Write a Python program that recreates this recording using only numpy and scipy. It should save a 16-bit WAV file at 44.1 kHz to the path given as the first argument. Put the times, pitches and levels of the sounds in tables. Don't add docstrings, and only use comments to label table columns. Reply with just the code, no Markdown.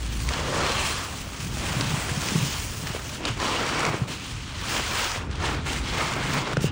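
import sys
import numpy as np
from scipy import signal
from scipy.io import wavfile
from scipy.ndimage import uniform_filter1d

SR = 44100
rng = np.random.default_rng(int(sys.argv[2]) if len(sys.argv) > 2 else 0)


def persist_wave(psi):
    counts = np.round(np.clip(psi, -1, 1) * 32767).astype(np.int16)
    wavfile.write(sys.argv[1], SR, np.atleast_2d(counts).T)


N = 295911

# time in seconds, rumble level in dB, slosh level in dB.
BASIN_LEVELS = [(0.0, -39, -39.5), (0.28, -33.5, -36.5), (0.5, -33.5, -35.5), (0.93, -35, -38.5),
                (1.05, -40.5, -42.5), (1.4, -37.5, -39.5), (1.47, -36.5, -33.5), (1.55, -31, -35),
                (1.87, -38, -33.5), (2.05, -34, -39), (2.45, -40, -32), (2.56, -33.5, -40.5),
                (3.1, -39.5, -41), (3.33, -34.5, -41.5), (3.87, -42.5, -35), (4.25, -43, -39.5),
                (4.35, -36, -41), (4.9, -37, -41), (5.12, -38, -48), (5.22, -33.5, -36), (5.9, -35.5, -36),
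                (6.17, -38.5, -36.5), (6.39, -36, -27.5), (6.45, -40, -40), (6.71, -33, -34)]
# pitch in Hz, width of the narrower resonance in Hz, relative level in dB.
RUMBLE_MODES = [(56, 37, -4), (89.5, 30, -4.5), (35.4, 21, -12), (24, 46, -26)]
SLOSH_MODES = [(135, 46.6, 1), (194, 150, -3), (261, 69, -8.5)]
# time in seconds, centre pitch in Hz, centre level of the fundamental in dB.
HUM_LEANS = [
    [(0.0, 56.1, -30), (0.212, 59, -30), (0.288, 64, -24), (0.31, 65.4, -36), (0.34, 65.4, -37)],
    [(5.2, 85.8, -55), (5.22, 85.3, -33), (5.275, 83, -34), (5.33, 56, -35), (5.39, 72, -34),
     (5.44, 75.7, -39), (5.5, 56, -33), (5.59, 58, -38), (5.645, 83.8, -32), (5.69, 60, -34),
     (5.73, 82, -34), (5.77, 52.4, -39), (5.82, 60, -26), (5.86, 56, -40), (5.91, 53, -29), (6.0, 56, -48)],
]
# start in seconds, envelope peak in dB, settled pitch in Hz,
# time to fall 60 dB in seconds.
BLOB_LANDINGS = [(1.27, -41, 146, 0.069), (1.467, -33, 114, 0.064), (1.693, -40, 155, .08),
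                 (1.764, -17.5, 135, 0.074), (1.797, -25, 125, .06), (1.822, -24, 132, 0.099),
                 (1.861, -22, 120, .09), (1.886, -27, 135, .07), (1.905, -22, 156, 0.11),
                 (1.937, -16.5, 135, .05), (1.973, -20.5, 151, 0.053), (2.113, -21, 130, .06),
                 (2.171, -19, 150, .055), (2.318, -19.5, 201, 0.045), (2.352, -13, 153, 0.065),
                 (2.377, -20, 145, .06), (2.405, -22, 118, .08), (2.424, -18.5, 138, 0.15),
                 (2.835, -26.5, 140, 0.09), (2.9, -22, 119, 0.056), (3.3, -21, 113, .08),
                 (3.874, -20, 138, 0.054), (3.898, -20.5, 121, .06), (3.94, -27, 133, 0.11),
                 (4.016, -14, 122, 0.067), (6.204, -26, 124, 0.12), (6.536, -24, 135, .09),
                 (6.5745, -14, 135, 0.073), (6.612, -24, 140, 0.049), (6.64, -14, 142, 0.1)]
# start in seconds, film level in dB, film pitch in Hz,
# pocket pitch in Hz, pocket level in dB, crackle level in dB; levels are before onset and band-pass.
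FILM_BURSTS = [(0.2016, -21, 2400, 1000, -30, -22), (0.2887, -8, 2420, 900, -13, -11.5),
               (0.3122, -19, 1160, 813, -30, -24), (0.337, -4, 4080, 740, -31, -25),
               (0.3434, -25, 1420, 775, -22, -26), (0.379, -16, 1170, 754, -26, -29),
               (0.3915, -20, 2090, 470, -14, -27), (0.5818, -18, 1000, 490, -16, -22),
               (0.6042, -11, 1090, 800, -22, -28), (0.6334, -12, 1090, 557, -22, -26),
               (0.695, -18, 3900, 869, -24, -18), (1.039, -20, 1880, 400, -35.5, -25),
               (1.131, -23, 1100, 500, -30, -34), (1.27, -32, 1200, 550, -19, -38),
               (1.57, -20, 1400, 645, -16, -26), (1.8092, -20, 1140, 350, -14, -12),
               (1.8672, -26, 2870, 850, -19, -22), (2.093, -11, 1680, 455, -24, -30),
               (2.232, -13, 3570, 590, -18, -25.5), (2.286, -13, 2400, 528, -28, -13),
               (2.355, -16, 2310, 357, -11.5, -25), (2.8704, -14, 1823, 463, -30, -17.5),
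               (2.9483, -22, 1053, 450, -10.5, -24), (2.9647, -14, 2290, 651, -15, -25),
               (3.2056, -22, 2260, 554, -25, -32), (3.2524, -6.5, 2500, 870, -25, -15),
               (3.2528, -1, 3600, 870, -24, -18), (3.2544, -12, 3700, 870, -32, -17),
               (3.26, -20, 2880, 580, -12, -30), (3.2694, -16, 3090, 759, -28, -26),
               (3.2864, -9, 2850, 519, -30, -24), (3.4, -14.5, 1110, 850, -34, -17),
               (3.7764, -16, 1420, 931, -20, -26), (3.803, -8, 2100, 611, -30, -21),
               (3.8058, -7, 1700, 622, -28, -18), (3.8294, -20, 1110, 700, -24, -22),
               (3.851, -5, 2140, 370, -27, -12.5), (3.864, -13, 1080, 370, -12, -16),
               (3.9237, -23, 1100, 624, -18, -35), (3.9419, -11, 1550, 440, -16, -31),
               (4.083, -14, 2320, 554, -20, -35), (4.117, -20, 1160, 493, -22, -27),
               (4.544, -28, 1100, 600, -26, -34), (4.642, -19, 1150, 700, -28, -32),
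               (4.6843, -17, 3080, 729, -27, -24), (4.911, -13, 2510, 400, -28, -19),
               (5.1168, -13, 2910, 915, -28, -16), (5.312, -23, 5200, 504, -40, -27),
               (5.328, -34, 4500, 500, -40, -34), (5.354, -33, 5500, 500, -40, -25),
               (5.403, -17, 1350, 371, -28, -30), (5.665, -19, 1380, 616, -33, -22),
               (5.7314, -19, 2800, 899, -26, -13.5), (5.8586, -24, 1130, 439, -33, -27),
               (6.136, -21, 2190, 929, -28, -17), (6.2013, -24.5, 1100, 608, -30, -27),
               (6.25, -22, 1060, 476, -26, -25), (6.4732, -17, 1000, 700, -26, -28),
               (6.5322, -13, 1420, 497, -14, -20.5), (6.5689, -5.5, 1480, 510, -17, -20),
               (6.5698, -8, 2730, 495, -2.5, -24), (6.607, -20, 2710, 501, -28, -23),
               (6.6422, -32, 2750, 400, -4.5, -37)]
# pitch in Hz, relative level in dB per Hz.
SQUELCH_SPECTRUM = [(200, 0.5), (320, 2.5), (500, 0), (680, -2.5), (900, -2.5), (1090, -2), (1300, -3.5),
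                    (1700, -7), (2400, -11)]
FIZZ_SPECTRUM = [(900, -7.5), (1500, -3.5), (2200, -4), (2600, -1.5), (3100, -0.5), (3600, -4.5),
                 (4100, -4.5), (4800, -5.5), (7000, -7), (9500, -13), (15500, -13)]
TICK_SPECTRUM = [(1000, -1.5), (2200, -4), (4000, -10), (6500, -10)]
# full grip in seconds, attack, hold and release in seconds,
# fizz and squelch levels at full grip in dB, change of fizz and of squelch over the hold in dB,
# treble slope and bass slope in dB an octave.
GRIPS = [(0.321, 0.03, .016, 0.04, -35.5, -30, 6.5, -8, -5.5, -6),
         (0.378, 0.03, 0.017, 0.13, -33.5, -31, -0.5, -10, -5, -6),
         (0.558, 0.28, 0.083, 0.29, -32, -28.5, 1, 0.5, -5, -4),
         (0.737, 0.22, 0.11, 0.29, -31, -36.5, 3, 2.5, -1, -3.5),
         (1.687, 0.21, 0.42, 0.38, -32.5, -33, -1.5, -1, -0.5, -4),
         (2.246, 0.1, 0.29, 0.22, -33, -34.5, 0.8, -12, 1, -1),
         (2.866, 0.017, 0.097, 0.069, -36.5, -41, -2, -0.5, -1, -3.5),
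         (3.254, 0.068, 0.027, 0.06, -37, -32.5, 8.5, -2, -7, 2),
         (3.42, 0.049, 0.14, 0.08, -30.5, -29.5, -0.5, -0.5, -3.5, -1),
         (3.593, 0.045, 0.17, 0.06, -31, -27, 0.5, -4, -6, -3),
         (3.786, 0.035, 0.105, 0.02, -30, -29, -4.5, 2.5, -3, -3.5),
         (3.914, 0.035, 0.038, 0.087, -40.5, -30.5, 5, -0.7, -4, -0.5),
         (4.081, 0.0092, 0.0092, 0.05, -36, -44.5, -0.5, 1.5, -1.5, 7),
         (4.117, 0.02, 0.02, 0.052, -34, -43, -0.5, -4, -3, 1),
         (4.725, 0.14, 0.038, 0.12, -27.5, -33, -0.5, 4, -1, -3),
         (5.001, 0.25, 0.17, 0.038, -27.5, -28.5, -6.5, -6, -0.5, -6),
         (5.41, 0.015, 0.023, 0.05, -39, -34.5, 2, 6.5, -5, -5),
         (5.455, 0.033, 0.091, 0.077, -28, -29.5, -8.5, 0, -5.5, -1.5),
         (5.669, 0.024, 0.12, 0.036, -31, -33.5, -2.5, -3.5, -2, -2),
         (5.892, 0.062, 0.017, 0.043, -33, -41, -5, -7, -6, -5),
         (5.985, 0.18, 0.031, 0.31, -30.5, -29, 0.5, 3, -2, -5),
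         (6.34, 0.21, 0.042, 0.067, -31.5, -29.5, 0, 1.5, -1, -7.5),
         (6.624, 0.028, 0.06, 0.017, -35.5, -52, -2.5, -3, 5.5, 18)]
# time in seconds, centre fizz level in dB,
# centre squelch level in dB, treble slope in dB an octave.
SETTLING_FOAM = [(0.0, -42, -45, 2.5), (0.1, -43, -54, -0.5), (0.19, -41.5, -67, 5), (0.235, -40, -59, 4),
                 (0.28, -39, -44, 1), (0.6, -41, -48, 3), (1.1, -42, -43, 5), (1.2, -42.5, -44.5, 5.5),
                 (1.3, -42.5, -44, 2.5), (1.4, -37.5, -46, 0.5), (1.5, -42.5, -52, 4.5),
                 (2.7, -39.5, -44, 5.5), (3.0, -40, -43.5, 2), (3.17, -38.5, -43.5, 1),
                 (3.21, -45.5, -49, 1), (4.0, -43.5, -49, 0), (4.03, -40.5, -46, -4), (4.07, -48, -46.5, 2),
                 (4.2, -39, -49, -4), (4.3, -37.5, -48, -3.5), (4.4, -39.5, -50, -5.5), (4.5, -39, -47, -6),
                 (4.6, -42, -52, -9), (5.2, -39.5, -39, -9), (5.29, -46.5, -43, -8), (5.33, -41, -42, -11),
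                 (5.39, -43, -38, -8), (5.65, -44, -60, -12), (6.45, -38.5, -34.5, -11),
                 (6.53, -34, -31.5, -7), (6.55, -45, -42, -6), (6.6, -43.5, -36, -12),
                 (6.71, -41, -45, -22)]
# start in seconds, end in seconds, pitch in Hz, added ring in dB.
HOLLOW_RINGS = [(0.4, 0.73, 534, -3), (0.45, 0.698, 383, -6), (0.6, 0.92, 4180, 2.5), (0.7, 0.95, 3200, -5),
                (0.8, 0.95, 2700, -12), (0.55, 0.674, 1150, -14), (0.71, 1.054, 1120, -4),
                (2.402, 2.6, 2960, -11), (3.25, 3.33, 2900, -8), (3.4, 3.544, 1030, -2),
                (3.42, 3.56, 2900, -4), (3.58, 3.72, 1210, -14), (3.76, 3.91, 1080, -10),
                (3.78, 3.96, 2230, -2), (3.4, 3.9, 4670, -3), (3.4, 3.9, 5650, -1), (4.65, 5.2, 4860, -10),
                (5.1, 5.22, 3300, -17), (5.65, 6.45, 2140, -4), (4.65, 4.8, 330, -11), (5.4, 6.0, 330, -13),
                (5.9, 6.45, 240, -4), (6.61, 6.68, 2800, 0)]

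PLOP_RISE_S, PLOP_SMOTHER = 0.0024, 1.05
FILM_CYCLES, POCKET_CYCLES, CRACKLE_T60_S = 10.3, 5.9, 0.018
RANGE_DRIFT_DB = 0.95
RAMP_DB = 12.0
SETTLING_FLICKER_DB, SETTLING_BASS_SLOPE_DB = 1.42, -1
HOLLOW_WIDTH_HZ, HOLLOW_FADE_S = 130, 0.038
MIC_DIP_HZ, MIC_DIP_DB, MIC_SHOULDER_DB = [9880, 15200], -21.5, -7
CUTOFF_HZ = 16100


def amp(db):
    return 10 ** (np.asarray(db) / 20)


def rms_one(x):
    return x / np.sqrt(np.mean(x ** 2) + 1e-20)


def in_time(table):
    s, *columns = np.transpose(table)
    return [np.interp(np.arange(N) / SR, s, c) for c in columns]


def drift(rate):
    r = np.exp(-40 * np.pi * rate / SR)
    noise = rng.standard_normal(N // 20 + 2002)
    slow = signal.lfilter([1], [1, -2 * r, r * r], noise)[2000:]
    return np.interp(np.arange(N) / 20, np.arange(len(slow)), rms_one(slow))


def resonate(x, hz, width_hz):
    r = np.exp(-np.pi * width_hz / SR)
    zeros = np.array([1, 0, -1]) * (1 - r * r) / 2
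    poles = [1, -2 * r * np.cos(2 * np.pi * hz / SR), r * r]
    return signal.lfilter(zeros, poles, x + 1e-18)


def basin():
    out = 0
    for level_db, modes in zip(in_time(BASIN_LEVELS), (RUMBLE_MODES, SLOSH_MODES)):
        shake = 0
        for hz, width, db in modes:
            mode = resonate(resonate(rng.standard_normal(N), hz, width), hz, 2 * width)
            shake = shake + amp(db) * rms_one(mode)
        local_level = uniform_filter1d(shake ** 2, size=SR // 8) ** 0.18
        out = out + amp(level_db) * rms_one(shake / local_level)
    return out


def hum():
    out, t = 0, np.arange(N) / SR
    for rows in HUM_LEANS:
        hz, level_db = in_time(rows)
        wavering_hz = hz * (1 + 0.032 * drift(13.5))
        phase = 2 * np.pi * (np.cumsum(wavering_hz) / SR + rng.random())
        since_start = t - rows[0][0] + 0.079
        until_end = rows[-1][0] + 0.032 - t
        fade = np.clip(np.minimum(since_start, until_end) / 0.015, 0, 1)
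        tone = np.sin(phase) + 0.14 * np.sin(2 * phase)
        out = out + np.sqrt(2) * amp(level_db + 0.67 * drift(12)) * fade * tone
    return out


def plops():
    out, t = np.zeros(N + SR), np.arange(SR // 3) / SR
    for s, db, hz, t60 in BLOB_LANDINGS:
        rise = (1 - np.exp(-t / PLOP_RISE_S)) ** 2
        shape = rise * amp(-60 * (t / t60) ** PLOP_SMOTHER)
        turns = hz * (t + 0.0023 * (1 - np.exp(-t / 0.0019)))
        out[round(s * SR):][:len(t)] += amp(db) * shape / shape.max() * np.sin(2 * np.pi * turns)
    return out[:N]


def snaps():
    out, t = np.zeros(N + SR), np.arange(SR // 30) / SR
    crackle_band = signal.butter(2, [1500, 6500], "band", fs=SR, output="sos")
    crackles = signal.sosfilt(crackle_band, rng.standard_normal((len(FILM_BURSTS), len(t))))
    for (s, db, hz, pocket_hz, pocket_db, crackle_db), noise in zip(FILM_BURSTS, crackles):
        film = np.sin(2 * np.pi * hz * t) * amp(db - 60 * t * hz / FILM_CYCLES)
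        crackle = amp(crackle_db - 60 * t / CRACKLE_T60_S) * noise
        pocket = np.sin(2 * np.pi * pocket_hz * t) * amp(pocket_db - 60 * t * pocket_hz / POCKET_CYCLES)
        film_onset, pocket_onset = 1 - np.exp(-t / 0.00061), 1 - np.exp(-t / 0.0012)
        out[round(s * SR):][:len(t)] += (film + crackle) * film_onset + pocket * pocket_onset
    return out[:N]


def surges(per_s, t60, depth):
    starts = (rng.random(N) < per_s / SR) * rng.exponential(depth, N)
    return np.sqrt(1 + signal.lfilter([1], [1, -amp(-60 / (t60 * SR))], starts))


def bursts(spectrum, per_s, spread_db, clump_db, sharpness, hiss, hinge_hz, slope_db, count):
    hz, level_db = np.transpose(spectrum)
    groups = count // 4
    sizes = amp(spread_db * np.minimum(rng.exponential(1, N), 5)) * rng.choice([-1, 1], N)
    clicks = rms_one(sizes * (rng.random(N) < per_s / SR))
    dealt = rng.integers(0, groups, N)
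    clumps = amp(clump_db * drift(26)) * surges(90., 0.023, 0.56)
    air, out = rng.standard_normal((2, N)), 0
    range_db = [RANGE_DRIFT_DB * drift(5.9) for _ in range(groups)]
    for k, pitch in enumerate(np.geomspace(hz[0], hz[-1], count)):
        push = clicks * (dealt == k % groups) * np.sqrt(groups) + hiss * air[k % 2]
        octaves = np.clip(np.sign(hinge_hz) * np.log2(pitch / abs(hinge_hz)), 0, 1.6)
        gain_db = np.interp(np.log(pitch), np.log(hz), level_db) + slope_db * octaves
        flicker_db = range_db[k // 4] + 0.85 * drift(34)
        band = resonate(resonate(push, pitch, pitch / sharpness), pitch, 2 * pitch / sharpness)
        out = out + rms_one(band) * np.sqrt(pitch) * amp(gain_db + flicker_db)
    return out * clumps


def grip():
    step = 88
    rest_fizz, rest_squelch, rest_treble = [c[::step] for c in in_time(SETTLING_FOAM)]
    t = np.arange(len(rest_fizz)) * step / SR
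    flicker = SETTLING_FLICKER_DB * np.array([drift(17.0), drift(25)])[:, ::step]
    fizz, squelch = amp(2 * (rest_fizz + flicker[0])), amp(2 * (rest_squelch + flicker[1]))
    treble, bass = fizz * rest_treble, squelch * SETTLING_BASS_SLOPE_DB
    for (s, attack, hold, release, fizz_db, squelch_db,
         fizz_change, squelch_change, treble_db, bass_db) in GRIPS:
        before, after = np.maximum(s - t, 0), np.maximum(t - s - hold, 0)
        ramp_db = -RAMP_DB * (before / attack + after / release)
        along = np.clip((t - s) / hold, 0, 1)
        high = amp(2 * (fizz_db + fizz_change * along + ramp_db))
        low = amp(2 * (squelch_db + squelch_change * along + ramp_db))
        fizz, squelch = fizz + high, squelch + low
        treble, bass = treble + high * treble_db, bass + low * bass_db
    controls = (np.sqrt(fizz), np.sqrt(squelch), treble / fizz, bass / squelch)
    return [np.interp(np.arange(N) / SR, t, c) for c in controls]


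def foam():
    fizz_gain, squelch_gain, treble_db, bass_db = grip()
    fizz = bursts(FIZZ_SPECTRUM, per_s=7000., spread_db=0.85, clump_db=0.28, sharpness=6.2,
                  hiss=1.0, hinge_hz=3750.0, slope_db=treble_db, count=28)
    squelch = bursts(SQUELCH_SPECTRUM, per_s=1800., spread_db=1.4, clump_db=0.51, sharpness=8.44,
                     hiss=1.0, hinge_hz=-950., slope_db=bass_db, count=28)
    ticks = bursts(TICK_SPECTRUM, per_s=300., spread_db=0.78, clump_db=0.78, sharpness=2.94,
                   hiss=0, hinge_hz=5000., slope_db=0, count=8)
    bubbles = rms_one(fizz) + amp(-10.5) * rms_one(ticks)
    return fizz_gain * bubbles + squelch_gain * rms_one(squelch)


def hollows(x):
    out, t = x.copy(), np.arange(N) / SR
    for start, end, hz, db in HOLLOW_RINGS:
        span = (t > start - HOLLOW_FADE_S) & (t < end + HOLLOW_FADE_S)
        inside_s = np.minimum(t[span] - start, end - t[span])
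        fade = np.clip(1 + inside_s / HOLLOW_FADE_S, 0, 1)
        out[span] += amp(db) * fade * resonate(x[span], hz, HOLLOW_WIDTH_HZ)
    return out


def scene():
    return (basin() + hum() + plops() + snaps() + hollows(foam()))[None]


def record(dry):
    around_dip = signal.cheby1(4, .5, MIC_DIP_HZ, "bandstop", fs=SR, output="sos")
    in_dip = signal.butter(2, [11800, 13500], "band", fs=SR, output="sos")
    on_shoulder = signal.butter(3, [13650, 14450], "band", fs=SR, output="sos")
    top_cut = signal.cheby2(24, 70, CUTOFF_HZ, fs=SR, output="sos")
    rest = signal.sosfilt(around_dip, dry)
    inside = amp(MIC_DIP_DB) * signal.sosfilt(in_dip, dry)
    shoulder = amp(MIC_SHOULDER_DB) * signal.sosfilt(on_shoulder, dry)
    return signal.sosfilt(top_cut, rest + inside + shoulder)


dry = scene()
out = record(dry)
persist_wave(out)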